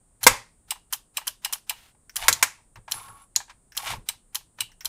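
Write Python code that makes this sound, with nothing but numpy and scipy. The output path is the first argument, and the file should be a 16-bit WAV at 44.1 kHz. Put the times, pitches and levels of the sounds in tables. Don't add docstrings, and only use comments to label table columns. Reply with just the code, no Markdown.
import sys
import numpy as np
from scipy import signal
from scipy.fft import rfft, irfft, next_fast_len
from scipy.io import wavfile
from scipy.ndimage import uniform_filter1d

SR = 44100
rng = np.random.default_rng(int(sys.argv[2]) if len(sys.argv) > 2 else 0)


def store_pcm(level_fs):
    pcm = np.round(np.clip(level_fs, -1, 1) * 32767).astype(np.int16)
    wavfile.write(sys.argv[1], SR, np.atleast_2d(pcm).T)


def ratio_of_db(decibels):
    return 10 ** (np.asarray(decibels, float) / 20)


N = 215252

# (relay_s, relay_db, toggle_db, haze_db)
SWITCH_ON = [(0.2384, -13, -13.5, -49), (0.933, -13.5, -14, -59.5), (1.277, -13.5, -17.5, -56.5),
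             (1.533, -14.5, -14.5, -57.5), (2.165, -12.5, -17, -63), (2.9195, -13.5, -21.5, -51),
             (3.7752, -12.5, -19.5, -57), (4.3542, -13.5, -18.5, -63), (4.8548, -13, -24, -63.5)]
# (click_s, level_db, knock_db, rebound_db, rebound_after_s)
SWITCH_OFF = [(0.7063, -6.5, -27.5, -38, 0.048), (1.17, -6, -28.5, -33.5, 0.043),
              (1.447, -6, -27.5, -36.5, 0.048), (1.695, -6, -26.5, -36, 0.027),
              (4.0874, -6.5, -34.5, -46, 0.046), (4.6053, -6, -36, -51, 0.088)]
# (start_s, level_db, hardness_hz, chatter_t60_s, board_thud_db)
PLIER_SLAMS = [(.266, 6.5, 8994, 0.05, -12.5), (2.282, -1, 12140, 0.052, -34),
               (2.426, -5.5, 7900, 0.0566, -44.5)]
# (start_s, level_db, hardness_hz, chatter_t60_s)
JAW_CLACKS = [(2.327, -7.5, 9200, 0.05), (3.3607, -5.5, 11970, 0.034)]
# (start_s, level_db, hardness_hz, chatter_t60_s, swell_ms)
BOARD_TAPS = [(1.436, -32.5, 699, 0.036, 1.0), (1.555, -26, 1500, 0.027, 0.62),
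              (1.946, -43, 120, 0.04, 2.6), (2.579, -43, 200, 0.13, 4.8), (2.757, -29, 1080, 0.077, 0.71),
              (2.878, -26, 900, 0.051, 1.8), (2.939, -22, 1600, 0.022, 0.54), (3.082, -29, 499, 0.03, 1.5),
              (3.361, -26, 704.4, 0.1, 0.74), (3.402, -23.5, 2520, 0.075, 0.27),
              (3.477, -42, 1500, 0.061, 3.5), (3.493, -29, 3820, 0.062, 5.3),
              (3.933, -18.5, 504, 0.044, 2.3), (4.408, -42.5, 1503, 0.03, 0.56),
              (4.585, -26, 2500, 0.039, 1.95)]
# (start_s, level_db, hardness_hz, chatter_t60_s)
LEVER_TICKS = [(2.095, -35, 9020, 0.047), (1.581, -42, 15000, 0.028), (2.757, -42, 9000, 0.045),
               (3.356, -30, 9100, 0.0075), (3.720, -40, 4950, 0.07), (3.750, -40, 15020, 0.15),
               (4.717, -48, 6010, 0.07), (4.807, -31.5, 9020, 0.071)]
# (start_s, attack_s, hold_s, release_s, level_db)
FINGER_SLIDE = (1.715, .04, .11, .09, -56)
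# (time_s, load_db, housing_db)
MOTOR_RUNS = [
    [(2.17, -46, -47), (2.205, -43, -49), (2.232, -36.5, -57), (2.255, -41, -39), (2.28, -44.5, -38.5),
     (2.36, -54, -55), (2.42, -54, -49.5)],
    [(2.926, -58, -57), (2.97, -53, -46.5), (3.03, -55.5, -53.5), (3.06, -58, -49), (3.15, -71, -54),
     (3.20, -61.5, -55.5), (3.24, -71.5, -60.5)],
    [(3.78, -55.5, -41), (3.80, -44, -40), (3.822, -47, -52), (3.84, -45.5, -48), (3.875, -35.5, -37),
     (3.925, -35, -45), (3.94, -40.5, -53), (3.96, -50.5, -47)],
]
LOAD_RESPONSE = {"gears": (-45, 0.99, -88), "brushes": (-54, 0.86, -48.5), "shaft": (-57.5, -0.081, -39.5)}
# (pitch_ratio, shaft_db)
PLIER_GRIP = [(.83, -10), (1.01, -7), (1.005, -12)]
# (start_s, level_db, pitch_hz)
TOOTH_CATCHES = [(2.191, -37, 1090), (2.229, -36, 2380), (2.255, -33, 900), (2.973, -37.5, 1140),
                 (3.011, -37, 1050), (3.796, -36.5, 1120), (3.833, -31.5, 848), (3.872, -29, 2280),
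                 (3.880, -43, 1060), (3.921, -38, 1090), (3.935, -30, 2540)]
# (peak_s, rumble_db, boom_db, swell_s)
BENCH_JOLTS = [(0.272, -45.5, -34, 0.046), (0.302, -34.5, -36.5, 0.05), (2.26, -41.5, -55, 0.17),
               (2.302, -53.5, -33.5, 0.013), (2.34, -50, -49, .04), (2.451, -74.5, -51.5, 0.12),
               (2.789, -50, -52.5, 0.077), (2.961, -54, -47.5, 0.09), (3.129, -69, -55, 0.32),
               (3.38, -72, -54, 0.058), (3.946, -41.5, -37, 0.13), (3.982, -41, -43.5, 0.051),
               (4.02, -51, -53, 0.041), (4.631, -69.5, -54.5, 0.07), (4.875, -50, -57.5, 0.044)]
BENCH_REST = (-66, -72.5)
# (share_of_cycle, pitch_hz, level_db)
WHINE_SWEEP = [(0, 6450, -72.5), (0.072, 7800, -68.5), (.15, 8900, -68.5), (0.231, 9480, -67),
               (0.331, 9540, -63.5), (.45, 9240, -70), (.7, 7940, -66.5), (1, 6435, -80)]
# (pitch_hz, t60_s)
ROOM_DECAY = [(200, 0.28), (1000, 0.31), (4000, 0.34), (9000, 0.28), (16000, 0.17)]

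# (pitch_hz, level_db)
RELAY_COLOUR = [(300, -46), (1100, -23), (2100, -17), (3000, -3), (5100, 2.5), (7700, -5.5), (9900, -1),
                (12500, -6), (16100, -11)]
# (pitch_hz, width_hz, level_db)
RELAY_RINGS = [(3150, 200, -1), (4160, 110, -0.5), (5110, 150, -4), (5800, 300, -3), (7530, 110, 0),
               (9860, 160, 1), (11400, 150, -3), (14600, 300, -5.5)]
# (pitch_hz, level_db)
TOGGLE_COLOUR = [(180, -64.5), (300, -43.5), (979, -4.5), (3650, -14.5), (4690, -22.5), (6440, -5),
                 (8840, -7.5), (10800, -0.5), (16100, -9)]
# (pitch_hz, level_db)
RELEASE_COLOUR = [(300, -39), (1000, -24), (1900, -17), (2900, 1), (4000, -14), (4700, -18), (8200, -11),
                  (9500, -13), (14000, -9), (16100, -19.5)]
# (pitch_hz, width_hz, level_db)
RELEASE_RINGS = [(2360, 120, -6.5), (2908, 125, 1), (3994, 153, -2.5), (5130, 120, -5), (5660, 140, -8),
                 (6170, 99, -9), (7510, 100, -5), (8240, 220, -0.5), (10680, 680, -8.5), (14660, 400, -6)]
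# (pitch_hz, width_hz, level_db)
SPRING_RINGS = [(2345, 20, -4), (2735, 9, -5), (2846, 8, 0), (2920, 10, -3), (3020, 8, -4), (3453, 14, -10),
                (3905, 12, -4)]
# (pitch_hz, level_db)
BOARD_COLOUR = [(120, -46), (200, -33.5), (492, -23), (935, 2.5), (1590, -12.5), (1750, -3.5), (2390, -7),
                (7450, -11.5), (16100, -30)]
# (pitch_hz, width_hz, level_db)
BOARD_RINGS = [(620, 27, 1.5), (854, 30, 8), (954, 14, 7.5), (1630, 71, 12.5), (2380, 41, 10),
               (3210, 25, -9), (4300, 30, -5), (6010, 56, -0.5)]
# (pitch_hz, width_hz, level_db)
THUD_RINGS = [(238, 20, -14), (460, 60, -10.5), (504, 30, -2), (875, 45, -8), (958.5, 59, -1),
              (1092, 18, -2)]
# (pitch_hz, level_db)
PLIERS_COLOUR = [(35, -47), (100, -28), (320, -31), (600, -11), (1000, -4), (1630, -6), (2100, -6),
                 (2920, -9.5), (7790, -3), (16100, -10.5)]
# (pitch_hz, width_hz, level_db)
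PLIERS_RINGS = [(1390.6, 71, 3.5), (1500, 45, -4.5), (1620, 59, 0.5), (2115, 120, 3.5), (2280, 65, 1.5),
                (2360, 17, 1), (5500, 410, -9.5), (7900, 260, -10)]
# (pitch_hz, level_db)
JAWS_COLOUR = [(180, -69), (300, -61), (843, -55), (2570, -13.5), (4110, 3.5), (5100, -3.5), (6880, 6.5),
               (9450, -7), (11700, -2), (16100, -21)]
# (pitch_hz, width_hz, level_db)
JAWS_RINGS = [(3080, 140, 0.5), (4360, 50, -5), (6870, 130, 11), (7700, 150, 3), (10750, 300, -3.5)]
# (pitch_hz, level_db)
LEVER_COLOUR = [(290, -71), (500, -20.5), (1230, -8), (1620, 4.5), (4530, -12), (5550, 6), (8450, -18),
                (16000, -1.5)]
# (pitch_hz, level_db)
SKIN_COLOUR = [(180, -47.5), (300, -26), (603, -27), (762, -4.5), (1140, -15), (1230, -8.5), (2360, -12),
               (16000, -16.5)]
# (pitch_hz, level_db)
GEARS_COLOUR = [(150, -70), (250, -55), (758, -4), (1010, -6.5), (1090, -13.5), (1170, -10), (2330, -9),
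                (9000, -18), (11700, -39.5), (19800, -120)]
# (pitch_hz, width_hz, level_db)
GEARS_RINGS = [(2269, 110, -4), (3595, 110, -5), (2910, 70, -4.5)]
# (pitch_hz, width_hz, level_db)
HOUSING_RINGS = [(1092, 60, -2), (860, 60, -3), (1350, 70, -4)]
# (pitch_hz, level_db)
BRUSHES_COLOUR = [(2000, -18), (6000, -6), (11000, 2.5), (16000, -7)]
# (pitch_hz, width_hz, level_db)
SHAFT_RINGS = [(9170, 45, -7), (10500, 50, 0), (10620, 55, -2), (7500, 80, -13)]
# (pitch_hz, level_db)
FAINT_FLOOR = [(100, -50), (16000, -50)]
# (pitch_hz, level_db)
RUMBLE_COLOUR = [(15, -8), (35, 7), (60, -3), (100, -11.5), (300, -41.5), (1500, -76)]
# (pitch_hz, level_db)
BOOM_COLOUR = [(40, -46.5), (80, -25), (170, -24), (450, -21), (1500, -67.5)]
# (pitch_hz, width_hz, level_db)
BOOM_RINGS = [(108.6, 18, 0.0077)]
# (pitch_hz, level_db)
AIR_COLOUR = [(150, 4.5), (400, -5), (1000, -10.5), (2500, -23.5), (6000, -25.5), (16000, -27)]


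def rms_one(x):
    return x / np.sqrt(np.mean(x ** 2) + 1e-20)


def at_hz(points, hz):
    table_hz, values = np.array(points).T
    return np.interp(np.log(hz + 1), np.log(table_hz), values)


def in_time(s, level_db):
    return np.interp(np.arange(N) / SR, s, level_db)


def body(x, spectrum, rings=(), ring_db=0.0):
    size = next_fast_len(N + SR // 2)
    hz = np.arange(size // 2 + 1) * SR / size
    power = ratio_of_db(at_hz(spectrum, hz)) ** 2
    for centre_hz, width_hz, level_db in rings:
        power = power + ratio_of_db(level_db + ring_db) ** 2 / (1 + (2 * (hz - centre_hz) / width_hz) ** 2)
    cepstrum = irfft(np.log(power / power.mean()) / 2, size)
    cepstrum[1:size // 2] *= 2
    cepstrum[size // 2 + 1:] = 0
    return irfft(rfft(x, size) * np.exp(rfft(cepstrum)), size)[:N]


def grains(shape, share, spread_db):
    sizes = ratio_of_db(spread_db * np.minimum(rng.exponential(1, shape), 4)) * rng.choice([-1, 1], shape)
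    return rms_one(sizes * (rng.random(shape) < share))


def flutter(depth_db, size):
    smooth = uniform_filter1d(uniform_filter1d(rng.standard_normal(N), size), size)
    return ratio_of_db(depth_db * rms_one(smooth))


def blows(times, level_db, hard_hz, t60, rise_ms, lead=0.0):
    out, t = np.zeros(N + SR), np.arange(SR // 5) / SR
    chatter = grains((len(times), len(t)), share=0.25, spread_db=2.5)
    for k, (s, db, hz, decay, rise) in enumerate(np.broadcast(times, level_db, hard_hz, t60, rise_ms)):
        soft = np.exp(-2 * np.pi * hz / SR)
        shape = (1 - np.exp(-1000 * t / rise)) ** 2 * ratio_of_db(-60 * t / decay)
        struck_once = lead * (shape == shape.max())
        contacts = rms_one(signal.lfilter([1], [1, -soft], chatter[k] + struck_once))
        at = round(s * SR)
        out[at:at + len(t)] += ratio_of_db(db) * shape / shape.max() * contacts
    return out[:N]


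def struck(rows, spectrum, rings, gain_db, rise_ms, lead):
    s, level_db, hard_hz, t60 = np.transpose(rows)
    return body(blows(s, level_db + gain_db, hard_hz, t60, rise_ms, lead=lead), spectrum, rings)


def supply():
    ripple_hz, ripple_start = 120.02, 0.47
    share, hz, level_db = np.transpose(WHINE_SWEEP)
    cycle = (ripple_start + ripple_hz * np.arange(N) / SR) % 1
    wander = 1 + 0.0024 * rms_one(uniform_filter1d(rng.standard_normal(N), size=400))
    turns = np.cumsum(np.interp(cycle, share, hz) * wander) / SR
    tone = np.sqrt(2) * ratio_of_db(np.interp(cycle, share, level_db)) * np.sin(2 * np.pi * turns)
    return tone + ratio_of_db(-20.0) * np.roll(tone, round(0.00034 * SR))


def bench():
    waver_db = 1.5
    swell_db, fall_db_per_s = 29, 453
    tail_db, tail_db_per_s = -20, 98.5
    waver = np.array([flutter(waver_db, size=3000), flutter(waver_db, size=3000)])
    power = ratio_of_db(np.array(BENCH_REST))[:, None] ** 2 * waver ** 2
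    for s, rumble_db, boom_db, swell_s in BENCH_JOLTS:
        t = np.arange(N) / SR - s
        before = ratio_of_db(swell_db * np.minimum(t, 0) / swell_s)
        after = ratio_of_db(-fall_db_per_s * np.abs(t)) + ratio_of_db(tail_db - tail_db_per_s * np.abs(t))
        shape = np.where(t < 0, before, after)
        power = power + (ratio_of_db(np.array([[rumble_db], [boom_db]])) * shape) ** 2
    rumble_gain, boom_gain = np.sqrt(power)
    rumble = rms_one(body(rng.standard_normal(N), RUMBLE_COLOUR))
    boom = rms_one(body(rng.standard_normal(N), BOOM_COLOUR, BOOM_RINGS))
    return rumble_gain * rumble + boom_gain * boom


def air():
    return ratio_of_db(-70) * body(rng.standard_normal(N), [(60, -27.5)] + AIR_COLOUR)


def haze(s, haze_db):
    return body(blows(s - 0.034, haze_db, 9000, 0.1, rise_ms=30.0), SKIN_COLOUR)


def switch_on():
    relay_lag_s, knock_after_s = 0.008, 0.0074
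    s, relay_db, toggle_db, haze_db = np.transpose(SWITCH_ON)
    snap = blows(s - relay_lag_s, toggle_db - 8, 16000, 0.076, rise_ms=0.59)
    landing = blows(s, relay_db - 8, 15000, 0.027, rise_ms=0.4, lead=7.4)
    knock = blows(s + knock_after_s, relay_db - 34.5, 1700, 0.025, rise_ms=3.8)
    toggle = body(snap, TOGGLE_COLOUR, RELAY_RINGS, ring_db=-12.0)
    relay = body(landing, RELAY_COLOUR, RELAY_RINGS, ring_db=12.5)
    return haze(s, haze_db) + toggle + relay + body(knock, BOARD_COLOUR, BOARD_RINGS, ring_db=-2.0)


def slams():
    s, level_db, hard_hz, t60, thud_db = np.transpose(PLIER_SLAMS)
    clatter = blows(s, level_db - 4.5, hard_hz, t60, rise_ms=0.45, lead=3.0)
    thud = blows(s, thud_db - 2.5, 1300, 0.019, rise_ms=0.22, lead=16.0)
    return body(clatter, PLIERS_COLOUR, PLIERS_RINGS, ring_db=-2.0) + body(thud, FAINT_FLOOR, THUD_RINGS)


def switch_off():
    knock_after_s, spring_db = 0.0095, -11.5
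    s, level_db, knock_db, rebound_db, rebound_after_s = np.transpose(SWITCH_OFF)
    tick = blows(s - 0.0055, level_db - 41.5, 15000, 0.012, rise_ms=0.24)
    snap = blows(s - 0.001, level_db - 15.5, 22400, 0.047, rise_ms=1.0)
    crack = blows(s + 0.0015, level_db - 16.5, 20000, 0.008, rise_ms=0.14, lead=10.0)
    knock = blows(s + knock_after_s, knock_db - 4.0, 3400, 0.041, rise_ms=0.052)
    rebound = blows(s + rebound_after_s, rebound_db - 13.5, 490, 0.081, rise_ms=0.77)
    release = body(tick + snap + crack, RELEASE_COLOUR, RELEASE_RINGS, ring_db=6.5)
    spring = ratio_of_db(spring_db) * body(crack, FAINT_FLOOR, SPRING_RINGS)
    knocks = body(knock + rebound, BOARD_COLOUR, BOARD_RINGS, ring_db=-15.0)
    return haze(s, level_db - 52.5) + release + spring + knocks


def taps():
    s, level_db, hard_hz, t60, swell_ms = np.transpose(BOARD_TAPS)
    contacts = blows(s, level_db - 18.0, hard_hz, t60, swell_ms)
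    return body(contacts, BOARD_COLOUR, BOARD_RINGS, ring_db=-9.5)


def ticks():
    return struck(LEVER_TICKS, LEVER_COLOUR, (), gain_db=-6.5, rise_ms=0.13, lead=3.4)


def slide():
    s, attack_s, hold_s, release_s, level_db = FINGER_SLIDE
    t = np.arange(N) / SR - s
    fade_out = 1 - (t - attack_s - hold_s) / release_s
    shape = np.clip(np.minimum(t / attack_s, fade_out), 0, 1) ** 2
    rub = body(grains(N, share=0.87, spread_db=4.0), SKIN_COLOUR, [(2600, 2500, -6)])
    return ratio_of_db(level_db) * shape * flutter(1.5, size=600) * rub


def motor():
    mean_load_db, mesh_hz, mesh_db = -47, 1092, -2.5
    spin_up_s, surge_s, coast_db_per_s = 0.0078, 0.083, 646
    grind = flutter(1.93, size=200) * grains(N, share=0.032, spread_db=0.5)
    grind = body(grind, GEARS_COLOUR, GEARS_RINGS)
    shaking = flutter(2.2, size=250) * grains(N, share=0.2, spread_db=2.5)
    brushes = body(flutter(1.5, size=250) * grains(N, share=0.26, spread_db=7.0), BRUSHES_COLOUR)
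    shaft = body(flutter(4, size=600) * grains(N, share=0.15, spread_db=2.5), FAINT_FLOOR, SHAFT_RINGS)
    out, t, speed = 0, np.arange(N) / SR, flutter(0.1, size=900)
    for rows, (ratio, shaft_db) in zip(MOTOR_RUNS, PLIER_GRIP):
        hum = ratio_of_db(-3) * body(shaking, FAINT_FLOOR, np.array(HOUSING_RINGS) * [ratio, 1, 1])
        mesh_turns = mesh_hz * ratio * np.cumsum(speed) / SR
        hum = hum + ratio_of_db(mesh_db) * np.sqrt(2) * np.sin(2 * np.pi * mesh_turns)
        s, load_db, housing_db = np.transpose(rows)
        since = np.maximum(t - s[0], 0)
        swing_db = in_time(s, load_db) - mean_load_db
        coast = ratio_of_db(-np.minimum(coast_db_per_s * np.maximum(t - s[-1], 0), 200))
        running = (1 - np.exp(-since / spin_up_s)) ** 2 * coast
        out = out + running * ratio_of_db(in_time(s, housing_db)) * hum
        parts = (grind, brushes, ratio_of_db(shaft_db) * shaft)
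        for sound, (level_db, share, surge_db) in zip(parts, LOAD_RESPONSE.values()):
            surge = ratio_of_db(surge_db) * np.exp(-since / surge_s)
            out = out + running * (ratio_of_db(level_db + share * swing_db) + surge) * sound
    return out


def catches():
    ring_cycles, click_db = 34, -15.5
    out, t = np.zeros(N + SR), np.arange(SR // 10) / SR
    scrape = grains((len(TOOTH_CATCHES), len(t)), share=0.061, spread_db=-3.5) * ratio_of_db(-60 * t / 0.0099)
    clicks = out.copy()
    for k, (s, db, hz) in enumerate(TOOTH_CATCHES):
        r = ratio_of_db(-60 * hz / (ring_cycles * SR))
        at = round(s * SR)
        resonator = [1, -2 * r * np.cos(2 * np.pi * hz / SR), r * r]
        ring = signal.lfilter([1], resonator, scrape[k] + 2.6 * (t == 0))
        out[at:at + len(t)] += ratio_of_db(db) * ring / np.abs(ring).max()
        clicks[at:at + len(t)] += ratio_of_db(db + click_db) * scrape[k]
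    return out[:N] + body(clicks[:N], GEARS_COLOUR, GEARS_RINGS)


def clacks():
    first = struck(JAW_CLACKS, JAWS_COLOUR, JAWS_RINGS, gain_db=-11, rise_ms=0.15, lead=10)
    return first + ratio_of_db(-2) * np.roll(first, round(0.0015 * SR))


def room(x, share):
    build_s, first_wall_s = 0.0011, 0.0037
    edges = 140 * 2 ** np.arange(0, 7, 0.25)
    out, white = 0, rng.standard_normal((2, N))
    build = np.exp(-1 / (build_s * SR))
    for k, (low, high) in enumerate(zip(edges, edges[1:])):
        band = signal.butter(2, [low, high], "band", fs=SR, output="sos")
        keep = ratio_of_db(-120 / (share * at_hz(ROOM_DECAY, low) * SR))
        build_and_die = np.convolve([1, -keep], [1, -build])
        energy = signal.lfilter([(1 - keep) * (1 - build)], build_and_die, signal.sosfilt(band, x) ** 2)
        out = out + np.sqrt(np.abs(energy)) * rms_one(signal.sosfilt(band, white[k % 2]))
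    return np.concatenate([np.zeros(round(first_wall_s * SR)), out])[:N]


def scene():
    board = switch_on() + switch_off() + taps() + ticks() + slide() + motor() + catches() + clacks()
    board = signal.sosfilt(signal.butter(2, 470, "high", fs=SR, output="sos"), board)
    slam = slams()
    dull_slam = signal.sosfilt(signal.butter(1, 11000, fs=SR, output="sos"), slam)
    tails = ratio_of_db(-16) * room(board, share=0.65) + ratio_of_db(-14.5) * room(dull_slam, share=0.86)
    return (board + slam + tails + bench() + air() + supply())[None]


def roll_off(x):
    return signal.sosfilt(signal.butter(12, 16250, fs=SR, output="sos"), x)


def record(dry):
    top_cut_hz = 16350
    cut = signal.sosfilt(signal.cheby2(10, 50, top_cut_hz, fs=SR, output="sos"), dry)
    return roll_off(np.clip(cut, -1, 1))


dry = scene()
out = record(dry)
store_pcm(out)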